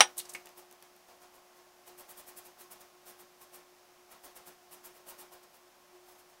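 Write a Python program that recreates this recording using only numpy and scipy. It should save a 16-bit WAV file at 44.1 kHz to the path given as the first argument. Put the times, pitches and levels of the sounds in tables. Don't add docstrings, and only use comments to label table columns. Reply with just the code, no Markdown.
import sys
import numpy as np
from scipy import signal
from scipy.fft import rfft
from scipy.io import wavfile
from scipy.ndimage import uniform_filter1d

SR = 44100
rng = np.random.default_rng(int(sys.argv[2]) if len(sys.argv) > 2 else 0)


def waveform_to_disk(signal):
    frames = np.transpose(np.atleast_2d(signal))
    scaled = np.clip(frames, -1, 1) * 32767
    samples = np.round(scaled).astype(np.int16)
    wavfile.write(sys.argv[1], SR, samples)


N = 282225
TIME = np.arange(N) / SR

# fastest motion t/s, length between half-height points/s, blade rasp level/dB
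RAZOR_STROKES = [(.586, 0.029, -51.5), (1.095, 0.047, -62.5), (1.225, 0.024, -56.5), (1.354, .035, -59),
                 (1.57, .05, -63.5), (1.877, .034, -53.5), (1.996, .036, -50), (2.102, .032, -48.5),
                 (2.189, .036, -48.5), (2.286, 0.034, -49.5), (2.381, 0.026, -45.5), (2.46, 0.027, -50.5),
                 (2.61, .039, -50.5), (2.722, .026, -47.5), (2.811, 0.017, -51.5), (3.084, 0.05, -50),
                 (3.204, 0.035, -53), (3.421, .037, -53.5), (3.549, 0.046, -51), (4.121, 0.033, -53.5),
                 (4.253, 0.038, -51.5), (4.369, 0.024, -49.5), (4.477, 0.036, -51.5), (4.731, .036, -50),
                 (4.857, 0.034, -48.5), (4.963, 0.041, -56.5), (5.094, 0.042, -47), (5.204, .037, -48.5),
                 (5.335, 0.034, -53.5), (5.436, .02, -56.5), (5.554, 0.04, -56.5), (6.095, 0.083, -59),
                 (6.198, .033, -57.5), (6.302, .036, -61)]
# f/Hz, spectrum level/dB
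WHISKER_COLOUR = [(1000, -22), (2500, -5.5), (4000, -11), (6300, -8), (8000, -4.5), (9500, -6),
                  (11000, 1.5), (13000, -9.5), (15800, -3)]
# f/Hz, width/Hz, level/dB
HEAD_RESONANCES = [(8470, 430, 0), (9260, 320, -1.5), (10040, 350, -4.5), (10700, 260, -13),
                   (12550, 490, 5), (14100, 450, 3.5), (15700, 600, -1)]
# f/Hz, spectrum level/dB
SKIN_COLOUR = [(40, -7), (120, -16), (220, -1), (600, 2.5), (1100, 3.5), (2000, -7.5), (4000, -8.5),
               (8000, -18), (16000, -36)]
# t/s, level/dB
SKIN_RUB_LEVEL = [(.586, -59), (1.098, -53.5), (2.1, -55), (2.46, -64), (3.085, -57), (3.3, -62),
                  (4.123, -52), (4.368, -50.5), (4.733, -60.5), (5.095, -49.5), (6.095, -64), (6.302, -58)]
# delay/s, level/dB
NEAR_REFLECTIONS = [(.0021, -8), (.0037, -15), (.0058, -17)]
# t/s, length/s, level/dB, centre of the hiss f/Hz
WET_SCUFFS = [(0.171, .007, -48.5, 11100), (.181, 0.0057, -32.5, 8950), (0.191, .014, -36, 9500),
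              (0.199, 0.022, -44, 3780), (.255, .011, -52, 5500), (.297, 0.015, -45, 7340),
              (.321, .011, -53, 10500), (.338, 0.0095, -45, 8850)]
# f/Hz, spectrum level/dB
SPATTER_COLOUR = [(300, 11.5), (1500, -10.0), (3500, -4.5), (16000, -0.5)]
# t/s, thin top level/dB, dull body level/dB
FINGER_CLICKS = [(0.458, -37.5, -60), (0.471, -47, -41.5), (0.4917, -41, -60), (0.7121, -41, -50),
                 (0.726, -39.5, -52), (0.825, -39, -49), (0.9643, -42, -63)]
# f/Hz, spectrum level/dB
CLICK_TOP_COLOUR = [(3000, -19), (10000, -4.5), (13500, -2), (15500, -7)]
CLICK_BODY_COLOUR = [(800, -15), (2500, 8), (7000, 4), (11000, -26)]
# t/s, level/dB
COUNTER_TAP = [(0.349, -36.5)]
# f/Hz, level/dB, t60/s
COUNTER_TAP_MODES = [(1040, -20, 0.057), (2020, -13, .08), (2230, 4.5, 0.045), (2650, -20, 0.048),
                     (7537, -18, .06)]
# f/Hz, spectrum level/dB
COUNTER_TAP_COLOUR = [(200, -22), (600, -10), (1400, -7), (2000, -1), (2350, 1), (3200, -11), (5000, -13.5),
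                      (8000, -14), (15000, -24.5)]
# t/s, level/dB
BASIN_KNOCK = [(0.0059, -0.5)]
# f/Hz, level/dB, t60/s
BASIN_MODES = [(250, -41.5, .12), (360, -36.5, 0.21), (501.8, -30.5, .14), (778.5, -18.5, .11),
               (831, -15, 0.071), (863, -20.5, .12), (1017, -27, .12), (1263, -20.5, .1), (1470, -22, .12),
               (1796, -24.5, 0.14), (2138, -12, 0.064), (2258, -11.5, .06), (2415, -14, 0.038),
               (2740, -20.5, 0.075), (2900, -21.5, .08), (3100, -16.5, 0.055), (3410, -20, 0.092),
               (3800, -20, .09), (4100, -18.5, 0.064), (4780, -19.5, 0.019), (5690, -7.5, 0.044),
               (6040, -20, .07)]
# f/Hz, level/dB, t60/s
STEEL_MODES = [(5720, -22, .14), (8519, -22.5, .1), (9828, -21, .085), (15450, -35, .075)]
# f/Hz, spectrum level/dB
BASIN_CONTACT_COLOUR = [(100, -31), (300, -26), (600, -9), (820, -2), (1300, -7), (1900, -6.5), (2300, -4),
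                        (3500, -5), (4400, -12), (5770, -5.5), (7290, -18.5), (9600, -14), (11000, -37.5),
                        (16000, -31.5)]
# f/Hz, spectrum level/dB
FAN_AIR_COLOUR = [(25, -14.5), (70, -15), (125, -16.5), (170, -8.5), (300, -9), (470, -9.5), (600, -1),
                  (1050, -5), (1400, -8), (2500, -11.5), (4200, -14.5), (5300, -12), (8000, -17.5),
                  (16000, -19)]
# f/Hz, level/dB
FAN_HUM = [(360.2, -69), (720.4, -75), (857, -84.5), (1080.6, -77.5), (1297, -90), (6409, -87)]


def shaving(rasp_db=-1.5, rub_db=-8.0, head_db=-2.0, rub_lag_s=0.016, rub_stretch=2.0, rise_share=0.49):
    cutting = sum(from_db(db) * swell(s, length, rise_share) for s, length, db in RAZOR_STROKES)
    sliding_power = sum(swell(s + rub_lag_s, length * rub_stretch, rise_share) ** 2
                        for s, length, _ in RAZOR_STROKES)
    sliding = np.sqrt(sliding_power)

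    clumps = from_db(1.0 * drift(300))
    snaps = grains(per_s=7100, spread_db=3.0) * clumps
    head = rms_one(sum(from_db(db) * resonance(snaps, hz, width) for hz, width, db in HEAD_RESONANCES))
    whiskers = mirrored(coloured(snaps, WHISKER_COLOUR) + from_db(head_db) * head)

    skin = mirrored(coloured(grains(per_s=4000, spread_db=3.5), SKIN_COLOUR))
    neck_db = np.interp(TIME, *np.transpose(SKIN_RUB_LEVEL))
    return from_db(rasp_db) * cutting * whiskers + from_db(rub_db + neck_db) * sliding * skin


def mirrored(x):
    reflections = sum(from_db(db) * np.roll(x, int(s * SR)) for s, db in NEAR_REFLECTIONS)
    return rms_one(x + reflections)


def scuffs(level_db=-0.5, rise_share=0.36, width_share=0.48):
    spatter = coloured(grains(per_s=10000, spread_db=4.0), SPATTER_COLOUR)
    out = np.zeros(N)
    for s, length, db, hz in WET_SCUFFS:
        hiss = rms_one(resonance(spatter, hz, width_share * hz))
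        out += from_db(level_db + db) * swell(s, length, rise_share) * hiss
    return out


def ticks(bright_db=-3.0, dull_db=0.5, t60_s=0.0067):
    bright = noise(CLICK_TOP_COLOUR)
    dull = noise(CLICK_BODY_COLOUR)
    out = np.zeros(N)
    for s, top_db, body_db in FINGER_CLICKS:
        click = from_db(top_db + bright_db) * bright + from_db(body_db + dull_db) * dull
        out += dying(s, t60_s) * click
    return out


def tap(contact_t60_s=0.07):
    s, db = COUNTER_TAP[0]
    contact = dying(s, contact_t60_s) * noise(COUNTER_TAP_COLOUR)
    return from_db(db) * (ringing(s, COUNTER_TAP_MODES) + contact)


def knock(crack_db=-7.5, crack_t60_s=0.0057, scatter_db=-14.5, scatter_t60_s=0.098,
          ring_db=-3.5, razor_db=-0.5, low_hz=200):
    s, db = BASIN_KNOCK[0]
    crack = from_db(crack_db) * dying(s, crack_t60_s)
    scatter = from_db(scatter_db) * dying(s, scatter_t60_s)
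    contact = noise(BASIN_CONTACT_COLOUR) * (crack + scatter)
    rings = from_db(ring_db) * ringing(s, BASIN_MODES) + from_db(razor_db) * ringing(s, STEEL_MODES)
    bass_cut = signal.butter(3, low_hz, "high", fs=SR, output="sos")
    return signal.sosfilt(bass_cut, from_db(db) * (contact + rings))


def fan(air_db=-56.5, hum_gain_db=9.0, waver_db=3.0):
    hum = np.zeros(N)
    for hz, db in FAN_HUM:
        tone = np.sin(2 * np.pi * (hz * TIME + rng.random()))
        hum += from_db(db + waver_db * drift(22)) * tone
    return from_db(air_db) * noise(FAN_AIR_COLOUR) + from_db(hum_gain_db) * hum


def bathroom(x, wet_db, wall_hz, t60_s=0.24):
    t = TIME[:SR // 2]
    tail = rng.standard_normal(len(t)) * from_db(-60 * t / t60_s) * (t > .004)
    tail = signal.sosfilt(signal.butter(1, wall_hz, fs=SR, output="sos"), tail)
    tail /= np.linalg.norm(tail)
    return x + from_db(wet_db) * signal.fftconvolve(x, tail)[:N]


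def from_db(db):
    return 10 ** (np.asarray(db) / 20)


def rms_one(x):
    return x / np.sqrt(np.mean(x ** 2) + 1e-20)


def coloured(x, spectrum):
    hz, level_db = np.transpose(spectrum)
    bins_hz = np.maximum(np.fft.rfftfreq(N, 1 / SR), 1)
    gain = from_db(np.interp(np.log(bins_hz), np.log(hz), level_db))
    return rms_one(np.fft.irfft(rfft(x) * gain, N))


def noise(spectrum):
    return coloured(rng.standard_normal(N), spectrum)


def drift(rate_hz):
    knots = np.arange(0, N / SR + 1, 1 / rate_hz)
    return rms_one(np.interp(TIME, knots, rng.standard_normal(len(knots))))


def grains(per_s, spread_db):
    excess_db = spread_db * np.minimum(rng.exponential(1, N), 4)
    sizes = from_db(excess_db) * rng.choice([-1, 1], N)
    return sizes * (rng.random(N) < per_s / SR)


def resonance(x, hz, width_hz):
    b, a = signal.iirpeak(hz, hz / width_hz, fs=SR)
    return signal.lfilter(b, a, x)


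def swell(s, length, rise_share):
    out = np.zeros(N)
    near = slice(*np.searchsorted(TIME, [s - 4 * length, s + 4 * length]))
    t = TIME[near] - s
    half_width = length * np.where(t < 0, rise_share, 1 - rise_share)
    out[near] = .5 ** ((t / half_width) ** 2)
    return out


def dying(s, t60):
    return (TIME >= s) * np.exp(-np.log(1000) * np.clip((TIME - s) / t60, 0, 10))


def ringing(s, modes):
    t = np.maximum(TIME[:int((s + 1) * SR)] - s, 0)
    rings = np.zeros(len(t))
    for k, (hz, db, t60) in enumerate(modes):
        rings += (-1) ** k * from_db(db - 60 * t / t60) * np.sin(2 * np.pi * hz * t)
    return np.pad(rings, (0, N - len(t)))


def scene():
    strokes = bathroom(shaving(), wet_db=-10.0, wall_hz=6950)
    handling = bathroom(tap() + scuffs() + ticks(), wet_db=-13.5, wall_hz=7000)
    basin = bathroom(knock(), wet_db=-28.5, wall_hz=2500)
    return (strokes + handling + basin + fan())[None, :]


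def expander(x, open_db=-52.0, slope=1.67, depth_db=6.0, release_db_per_s=75.5, window_s=.014, sense_hz=600):
    sensed = signal.sosfilt(signal.butter(2, sense_hz, "high", fs=SR, output="sos"), x)
    power = uniform_filter1d(sensed ** 2, int(window_s * SR))
    level_db = 10 * np.log10(np.maximum(power, 1e-14))
    gain_db = np.clip(slope * (level_db - open_db), -depth_db, 0)
    ramp_db = release_db_per_s * TIME
    held_db = np.maximum.accumulate(gain_db + ramp_db, axis=-1) - ramp_db
    return x * from_db(uniform_filter1d(held_db, size=600))


def record(dry, cutoff_hz=15750):
    limited = np.clip(expander(dry), -1, 1)
    return signal.sosfilt(signal.ellip(12, .2, 80, cutoff_hz, fs=SR, output="sos"), limited)


dry = scene()
out = record(dry)
waveform_to_disk(out)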